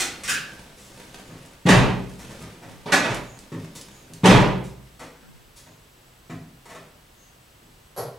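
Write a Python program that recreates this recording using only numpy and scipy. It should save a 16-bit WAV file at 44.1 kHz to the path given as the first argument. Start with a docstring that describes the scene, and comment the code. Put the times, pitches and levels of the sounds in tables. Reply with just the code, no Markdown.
"""A wooden garage: someone in a car rattles the open door, slams it, unlatches it and slams it again,
then shifts about and knocks lightly inside. Each slam is a chain of blows: seal, latch, door seating, rocking.
Blows are bursts of small contacts that set panels ringing; clothes are coloured noise; a faint bird is a
fluttering tone. The microphone stands beyond the bonnet and hears mostly the room, made of fading echoes."""
import sys
import numpy as np
from scipy import signal
from scipy.fft import rfft, irfft
from scipy.io import wavfile

SR = 44100
rng = np.random.default_rng(int(sys.argv[2]) if len(sys.argv) > 2 else 0)


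def dump(signal):
    """Clip the signal to [-1, 1] and save it as 16-bit WAV at the path in sys.argv[1]."""
    limited = np.clip(np.atleast_2d(signal).T, -1, 1)
    pcm = np.round(limited * 32767).astype(np.int16)
    wavfile.write(sys.argv[1], SR, pcm)


N = 360738
TIME = np.arange(N) / SR
SECOND = TIME[:SR]  # clock for one second of ringing


def undb(db):
    """Decibels to gain."""
    return 10 ** (np.asarray(db) / 20)


def unit(x):
    """Scale to unit energy."""
    return x / np.sqrt(np.sum(x ** 2))


def at_hz(points, hz):
    """Read a curve of (f/Hz, value) points on a log-frequency axis."""
    f, value = np.transpose(points)
    return np.interp(np.log(np.maximum(hz, 1)), np.log(f), value)


def fade(t60):
    """One second of a decay that falls by 60 dB in t60 seconds."""
    return np.exp(-np.log(1000) * SECOND / t60)


def through(x, response):
    """Let a sound set off the given response at every sample."""
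    return signal.fftconvolve(x, response)[:N]


def colour(points, size=4096):
    """Short unit-energy response with the given spectrum, its energy packed to the front (minimum phase)."""
    level_db = at_hz(points, np.arange(size // 2 + 1) * SR / size)
    cepstrum = irfft(np.log(undb(level_db)))
    cepstrum[1:size // 2] *= 2
    cepstrum[size // 2 + 1:] = 0
    return unit(irfft(np.exp(rfft(cepstrum))))


def ring(modes):
    """Fading tones struck together, as when a solid thing is hit."""
    return sum(undb(db) * fade(t60) * np.sin(2 * np.pi * hz * SECOND) for hz, db, t60 in modes)


def radiate(x, edge_hz):
    """A panel radiates little at wavelengths much longer than itself."""
    return signal.sosfilt(signal.butter(4, edge_hz, "high", fs=SR, output="sos"), x)


def add(track, s, sound):
    """Mix a sound into a track at time s."""
    start = max(int(s * SR), 0)
    track[start:start + len(sound)] += sound[:N - start]


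def contacts(times, levels_db, rattles, first, per_second):
    """Force of blows: a first contact, then a dying shower of small ones as loose parts chatter."""
    force = np.zeros(N)
    for s, db, rattle in zip(times, levels_db, rattles):
        hits = rng.standard_normal(SR) * (rng.random(SR) < per_second / SR)
        shower = unit(hits * np.exp(-SECOND / rattle) + 1e-12)
        shower[0] += first
        add(force, s, undb(db) * unit(shower))
    return force


def spread(mid, side, width):
    """Two close microphone ports: alike in the bass, less so higher up."""
    hz = np.arange(len(side) // 2 + 1) * SR / len(side)
    side = irfft(rfft(side) * undb(at_hz(width, hz)), len(side))
    return np.array([mid + side, mid - side])


# how fast the garage's echoes die at each pitch: f/Hz, t60/s
GARAGE_T60 = [(50, 0.5108), (150, 0.7753), (500, 0.61213), (1500, 0.48396), (3500, 0.52713), (7000, 0.3106),
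              (14000, 0.32697)]


def reflections(build_s=0.0017, count=10):
    """Two unrelated sets of echoes off walls and clutter: they thicken quickly, then die away, treble first."""
    spectrum = rfft(rng.standard_normal((2, SR)))
    centres = np.geomspace(60, 16000, count)
    # each frequency's place on the scale of overlapping bands
    place = np.interp(np.log(np.arange(SR // 2 + 1) + 1), np.log(centres), np.arange(count))
    tail = 0
    for k, hz in enumerate(centres):
        band = irfft(spectrum * np.maximum(1 - abs(place - k), 0), SR)
        tail = tail + band * fade(at_hz(GARAGE_T60, hz))
    return tail * (1 - np.exp(-SECOND / build_s))


# difference between the two ports for echoes: f/Hz, side minus mid level/dB
ECHO_WIDTH = [(50, -35), (110, -23), (200, -28), (380, -14.5), (700, -7.5), (1300, -3), (2400, -4.5),
              (4400, -4.5), (8000, -4), (15000, -25.5)]


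def garage(x, direct_db, right_db, width_db):
    """Each source has its own echo pattern, plus a direct path (in dB above a single echo)."""
    mid, side = reflections()
    response = spread(mid, undb(width_db) * side, ECHO_WIDTH)
    response[:, 0] += undb(direct_db)
    pan = undb(np.array([[-right_db], [right_db]]) / 2)
    return pan * signal.fftconvolve(x[None], response, axes=1)[:, :N]


# colour of the still air: f/Hz, relative level/dB
AIR_COLOUR = [(15, -24.5), (25, 2.5), (96, -4.5), (129, 0), (148, -6.5), (246, -9), (281, -11.5),
              (359, -10.5), (722, -14.5), (2170, -18.5), (2360, -20), (2770, -17.5), (6550, -24.5),
              (15500, -27)]
# difference between the two ports in the open air: f/Hz, side minus mid level/dB
AIR_WIDTH = [(60, -27.5), (110, -24), (200, -9.5), (380, -3.5), (700, -0.5), (1290, 0.5), (2380, -3),
             (4400, -5.5), (8120, -8), (15000, -35.5)]
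AIR_DB, WHINE_HZ, WHINE_DB = -54, 7868, -71.5


def air():
    """Quiet outdoor rumble and hiss from coloured noise; a thin whine from noise through a narrow ring."""
    mid, side = (through(rng.standard_normal(N), colour(AIR_COLOUR)) for _ in range(2))
    whine = through(rng.standard_normal(N), unit(ring([(WHINE_HZ, 0, .03)])))
    return undb(AIR_DB) * spread(mid, side, AIR_WIDTH) + undb(WHINE_DB) * whine


# movements on the seat: t/s, time until it settles/s, relative level/dB
MOVES = [(0, 0.5052, -41.5), (.92, 0.34385, -44), (1.802, 0.4044, -44.5), (2.169, 0.1941, -41.5),
         (2.58, 1.6, -48.5), (4.7, 0.4792, -59)]
MOVE_ATTACK_S, MOVE_RELEASE_S = 0.04035, 0.3803


def movement():
    """How strongly the sitter moves, as a gain: each movement swells, holds and settles."""
    effort = np.zeros(N)
    for s, length, db in MOVES:
        swell = np.clip((TIME - s) / MOVE_ATTACK_S, 0, 1)
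        settle = np.exp(-np.maximum(TIME - s - length, 0) / MOVE_RELEASE_S)
        effort = np.maximum(effort, undb(db) * swell * settle)
    return effort


# colour of rubbing clothes: f/Hz, relative level/dB
CLOTH = [(30, -1), (70, -3), (140, 2), (300, -3), (600, -5.5), (1200, -11.5), (2500, -13), (6000, -18),
         (11000, -22), (16000, -40)]


def shifting(grain_db=3.0, stroke_db=1.0, db_trim=-36, size=256, count=130):
    """Clothes rub on the seat in dense uneven grains, bunched into short strokes."""
    grain_level = undb(grain_db * rng.exponential(size=N // size + 1)).repeat(size)[:N]
    grains = rng.standard_normal(N) * grain_level
    strokes = np.interp(TIME, np.linspace(0, TIME[-1], count), rng.standard_normal(count))
    rubbing = through(grains / grains.std(), colour(CLOTH))
    return rubbing * movement() * undb(stroke_db * strokes + db_trim)


# clanks of loose metal at the open door: t/s, clash level/dB, ring level/dB, rattle time/s
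CLANKS = [(.001, -21, -31.5, 0.00569), (.236, -31.5, -51, .012), (.278, -24, -54, 0.03157),
          (.293, -23.5, -61, 0.00875)]
# colour of the clash: f/Hz, relative level/dB
CLASH = [(100, -20.5), (400, -11.5), (850, -10.5), (1100, -4), (1600, 6), (2500, 4), (4000, 1), (5200, 1.5),
         (6800, 2.5), (9500, -1), (13000, -14), (14800, -16.5), (15400, -7.5), (16000, -38)]
# what the loose part rings with: f/Hz, relative level/dB, t60/s
LOOSE_PART = [(350.9, 6, 0.1284), (827.9, -7, 0.096), (882.5, 4, 0.0336), (1438.9, -4.5, 0.404),
              (1487.5, 2.5, 0.1191), (1764.6, -10, 0.1038), (2274.1, 0.5, 0.143), (2760, -13, 0.1235),
              (4421.8, -13.5, 0.302), (6578.4, 1, 0.0551), (7477, -2.5, 0.0962)]
# squeaks of a dry joint: t/s, level/dB, dying time/s
SQUEAKS = [(.284, -20, .02), (.344, -30, .02), (5.21, -55, 0.014)]
# colour of the squeaks: f/Hz, relative level/dB
SQUEAK_COLOUR = [(200, -45), (1100, -28), (1380, -11), (1520, 0), (1680, 0), (1800, -10), (2050, -24),
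                 (2450, -13), (2800, -10), (3200, -24), (4000, -20), (8000, -40)]


def clanks():
    """Loose metal parts clash and ring; a dry joint squeaks in a quick run of slips."""
    s, clash_db, ring_db, rattle = np.transpose(CLANKS)
    metal = np.zeros(N)
    for db, response in ((clash_db, colour(CLASH)), (ring_db, unit(ring(LOOSE_PART)))):
        metal += through(contacts(s, db, rattle, first=0.5413, per_second=2200), response)
    slips = contacts(*np.transpose(SQUEAKS), first=0.269, per_second=2000)
    return metal + through(slips, colour(SQUEAK_COLOUR))


# soft thumps on the interior: t/s, thud level/dB, clack relative to thud level/dB, rattle time/s
THUMPS = [(.002, -46, 9, 0.01222), (.284, -41, -9, 0.02367), (1.29, -41, -5, 0.1041),
          (2.406, -39.5, -5, 0.0959), (2.619, -42.5, 0.5, 0.052), (3.519, -28.5, -11.5, 0.01832),
          (4.101, -42.5, -20.5, 0.022), (5.664, -49.5, -2, 0.00583), (6.297, -32.5, -7, 0.01322),
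          (7.623, -52.5, -13.5, 0.01228)]
# scuffs of hands on hard trim: t/s, level midway between clack and tick/dB, tick above clack/dB, rattle time/s
SCUFFS = [(.77, -48.5, 9.5, 0.2073), (2.194, -45.5, -0.5, 0.00996), (2.3, -46.5, -4.5, 0.01192),
          (3.752, -42.5, 7.5, 0.012), (4.635, -51.5, 6.5, 0.02575), (4.994, -41.5, -9, 0.02568),
          (5.56, -50.5, 9.5, 0.0263), (6.655, -48.5, -7, 0.00622), (6.69, -45, -8, .029),
          (6.748, -47, -12, .01)]
# what a soft knock rings with: f/Hz, relative level/dB, t60/s
THUD = [(107, 0, 0.16), (132.7, -5, 0.15), (159.9, 3, 0.1675), (213.63, -0.5, 0.06933),
        (261.57, 2, 0.08097), (307.38, -3, 0.09622), (387, -3.5, 0.05), (553, -19, 0.04)]
# colours of soft trim and of small ticks: f/Hz, relative level/dB
TRIM = [(100, -13.5), (300, 2.5), (600, 5), (1100, 0), (2000, -4), (3500, -12), (7000, -19.5),
        (14000, -70.5)]
TICK_COLOUR = [(500, -29), (2000, -4.5), (4500, -0.5), (7500, 1.5), (10500, -1.5), (13000, -12),
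               (16000, -16.5)]
# a thump's tick and a scuff's thud, each relative to its own clack
THUMP_TICK_DB, SCUFF_THUD_DB = -15, -11.5


def knocks():
    """Light knocks: a soft thud in one push, a clack of trim and a tick; scuffs trade clack for tick."""
    knock_rows = []  # t/s, thud level/dB, clack level/dB, tick level/dB, rattle time/s
    for s, db, clack, rattle in THUMPS:
        knock_rows.append((s, db, db + clack, db + clack + THUMP_TICK_DB, rattle))
    for s, db, bright, rattle in SCUFFS:
        clack_db = db - bright / 2
        knock_rows.append((s, clack_db + SCUFF_THUD_DB, clack_db, db + bright / 2, rattle))
    s, thud_db, trim_db, tick_db, rattle = np.transpose(knock_rows)
    panel = unit(radiate(ring(THUD), edge_hz=120.7))
    sound = through(contacts(s, thud_db, rattle, first=4.918, per_second=420), panel)
    for db, spectrum in ((trim_db, TRIM), (tick_db, TICK_COLOUR)):
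        sound += through(contacts(s, db, rattle, first=0.17, per_second=1200), colour(spectrum))
    return sound


# sharp ticks of hard parts: t/s, level/dB
TICKS = [(1.46, -57), (2.096, -57), (2.425, -53), (2.717, -59), (3.146, -41.5), (3.39, -52.5),
         (3.813, -47.5), (4.136, -48)]


def ticks(rattle_s=0.0034, stray_per_s=3, stray_db=-19):
    """Brief bright contacts; fainter stray ones come at random while the sitter moves."""
    s, db = np.transpose(TICKS)
    stray = (rng.random(N) < stray_per_s / SR) * movement() * undb(stray_db)
    sharp = contacts(s, db, np.full(len(s), rattle_s), first=0.7275, per_second=6000)
    return through(sharp + stray, colour(TICK_COLOUR))


# chirps outside: t/s, middle f/Hz, relative level/dB
CHIRPS = [(1.19, 6916, -61.5), (3.22, 6785, -56), (3.87, 6794, -59), (5.6, 6772, -66), (7.13, 6480, -62)]


def bird(length_s=0.19, buzz_hz=150, swing=.05, db_trim=-30):
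    """Thin buzzy chirps: the pitch glides down with a fast flutter that quickens from buzz_hz."""
    out, t = np.zeros(N), SECOND[:int(length_s * SR)]
    for s, hz, db in CHIRPS:
        flutter = swing * np.sin(2 * np.pi * buzz_hz * t * (1 + t))
        pitch = hz * (1 + flutter - swing * (t / length_s - .5))
        tone = np.sin(2 * np.pi * np.cumsum(pitch) / SR)
        add(out, s, undb(db + db_trim) * np.sin(np.pi * t / length_s) * tone)
    return out


# slams of the door: t/s, force level/dB, latch strength level/dB, time until the latch catches/s
SLAMS = [(1.654, -1.6109, 0.3817, .032), (4.234, -0.2355, 0, .021)]
# stages of every slam, before its force is added:
# boom level/dB, sheet metal level/dB, latch level/dB, skin f/Hz, rattle time/s
SEAL_MEETS = (-8.5, -22, -54.5, 177.5, 0.0496)
SEAL_SQUEEZES = (-11.5, -15.5, -28, 158, 0.0048)
LATCH_CATCHES = (-11.5, -12, -16.5, 290, 0.0002)
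DOOR_SEATS = (-4, -12, -21, 188, 0.0368)
DOOR_ROCKS = (-7.5, -15.5, -36, 129, 0.04)
# loss per rebound: boom level/dB, sheet metal level/dB, latch level/dB
REBOUND_LOSS = (5.5, 7.5, 12.5)
# the first two count from the first touch; the third is the mean period of the rocking
SQUEEZE_AFTER_S, SEATS_AFTER_S, REBOUND_S = .007, .05, .058
# a harder slam raises the skin's pitch; the panels' clatter grows faster than the force
SKIN_HZ_PER_DB, SHEET_DB_PER_DB = 4, 2


def slam(s, force_db, latch_db, latch_s, wobble_s=.005, count=3):
    """The seal is touched and squeezed, the latch catches, the door seats and rocks ever more weakly."""
    stages = [(0, SEAL_MEETS), (SQUEEZE_AFTER_S, SEAL_SQUEEZES), (latch_s, LATCH_CATCHES),
              (SEATS_AFTER_S, DOOR_SEATS)]
    loss = np.append(REBOUND_LOSS, [0, 0])
    for k, chance in enumerate(rng.standard_normal(count)):
        delay = SEATS_AFTER_S + (k + 1) * REBOUND_S + wobble_s * chance
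        stages.append((delay, DOOR_ROCKS - k * loss))
    sheet_db = SHEET_DB_PER_DB * force_db
    blows = []  # t/s, boom level/dB, sheet level/dB, latch level/dB, skin f/Hz, rattle time/s
    for delay, stage in stages:
        # until it catches, the latch only jingles with the force of the swing
        latch_now_db = latch_db if delay >= latch_s else sheet_db
        change = [force_db, sheet_db, latch_now_db, SKIN_HZ_PER_DB * force_db, 0]
        blows.append((s + delay, *np.add(stage, change)))
    return blows


# the car body: f before the random shift/Hz, relative level/dB, t60/s
BODY = [(97, -19, .4), (118, -9, .6), (134, -12, .3), (187, -6, .42), (213, -11, .45), (269, -16, .45),
        (388, -15, .55), (516, -21, .5), (633, -19, .45)]


def door_boom(blows, skin_t60=0.18818, push_s=0.002759, body_db=-6.0, detune=0.02495):
    """The seal cushions each blow: the skin swings, the body hums, its modes shifted a little at random."""
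    out = np.zeros(N)
    chances = rng.standard_normal((len(blows), len(BODY)))
    for (s, db, _, _, hz, _), chance in zip(blows, chances):
        modes = [(f * (1 + detune * c), level + body_db, t60) for (f, level, t60), c in zip(BODY, chance)]
        cushion = 1 - np.exp(-SECOND / push_s)
        add(out, s, undb(db) * cushion * (ring([(hz, 0, skin_t60)]) + ring(modes)))
    return radiate(out, edge_hz=99.96)


# colours of sheet metal and of the latch: f/Hz, relative level/dB
SHEET = [(60, -32), (150, -11), (250, -3), (400, -2), (650, -3), (950, -2), (1300, -8), (2000, -10),
         (3200, -14), (5000, -24), (9000, -33), (15000, -48)]
LATCH = [(200, -22.5), (800, -9), (1500, 10.5), (2550, 3.5), (2900, -4.5), (3700, 2.5), (4500, -4.5),
         (6500, -2), (9000, -9), (12000, -17), (15500, -41)]


def door_metal(blows, latch_share=0.9141):
    """Panels and glass rattle after each blow; the hard latch settles sooner."""
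    s, _, sheet_db, latch_db, _, rattle = np.transpose(blows)
    sheet = contacts(s, sheet_db, rattle, first=0.19024, per_second=600)
    latch = contacts(s, latch_db, rattle * latch_share, first=0.9765, per_second=1400)
    return through(sheet, colour(SHEET)) + through(latch, colour(LATCH))


# opening the door (handle pulled, latch springs, door jerks free, seal lets go):
# t/s, boom level/dB, sheet metal level/dB, latch level/dB, skin f/Hz, rattle time/s
OPENING = [(2.858, -29.5, -28, -41.5, 161.3, 0.0695), (2.921, -23, -16, -14, 181.6, 0.00942),
           (3.04, -33, -23, -32, 169.3, 0.00984), (3.098, -22.5, -30.5, -33, 128.7, 0.0219)]
# the cabin's answer to a push of air: f/Hz, relative level/dB, t60/s
CABIN = [(38.324, 6.5, 0.4918), (58.05, -8, 1.477), (67.44, 0.5, 0.46)]
PUMP_DB = -15  # push of air relative to the boom's level in the tables


def cabin(swell_s=0.051):
    """The door pumps the cabin as it seats and as it leaves the seal: trapped air swells and swings slowly."""
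    out = np.zeros(N)
    pushes = [(s + SEATS_AFTER_S, DOOR_SEATS[0] + force_db) for s, force_db, *_ in SLAMS]
    pushes.append(OPENING[-1][:2])
    for s, db in pushes:
        add(out, s, undb(db + PUMP_DB) * (1 - np.exp(-SECOND / swell_s)) * ring(CABIN))
    return out


# a hollow plastic click close by: t/s, level/dB, rattle time/s
CLICKS = [(7.964, -36, 0.006955), (7.977, -27.5, 0.013015)]
# colour of the plastic shell: f/Hz, relative level/dB
PLASTIC = [(60, -35.5), (120, 7), (190, -6), (280, -12), (470, 7), (850, -0.5), (1350, -7.5), (2100, -18.5),
           (3200, -20), (4500, -14), (6500, -21.5), (10300, -16.5), (11450, -5.5), (12500, -29),
           (14500, -50)]


def plastic_click():
    """A two-step click in a hollow plastic shell."""
    return through(contacts(*np.transpose(CLICKS), first=1.0, per_second=2600), colour(PLASTIC))


def scene(boom_db=-34.5, count=3):
    """The sources ring through the garage; the cabin's air and the still air are added straight in."""
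    blows = [blow for row in SLAMS for blow in slam(*row)] + OPENING
    # successive blows come from different parts of the door, so their echoes differ
    door = sum(garage(door_metal(blows[k::count]), direct_db=11, right_db=2.0, width_db=-4)
               for k in range(count))
    boom = undb(boom_db) * garage(door_boom(blows), direct_db=36.0, right_db=-0.2581, width_db=14.5)
    # the cabin's air is slightly louder on the left
    boom += cabin() * undb([[0.999], [-0.999]])
    inside = garage(knocks(), direct_db=20.5, right_db=-0.2175, width_db=-6.5)
    inside += garage(shifting() + bird(), direct_db=30.5, right_db=0.468, width_db=1.0)
    small = garage(clanks(), direct_db=21.5, right_db=0.8752, width_db=-4.5)
    small += garage(ticks(), direct_db=30.5, right_db=1.5, width_db=-4)
    small += garage(plastic_click(), direct_db=18.5, right_db=0.053, width_db=-5.5)
    return door + boom + inside + small + air()


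TOP_HZ = 15850


def record(dry, ceiling=1.385):
    """The recorder rounds the loudest peaks and cuts the top."""
    rounded = ceiling * np.tanh(dry / ceiling)
    return signal.sosfilt(signal.ellip(10, .2, 80, TOP_HZ, fs=SR, output="sos"), rounded)


dry = scene()
out = record(dry)
dump(out)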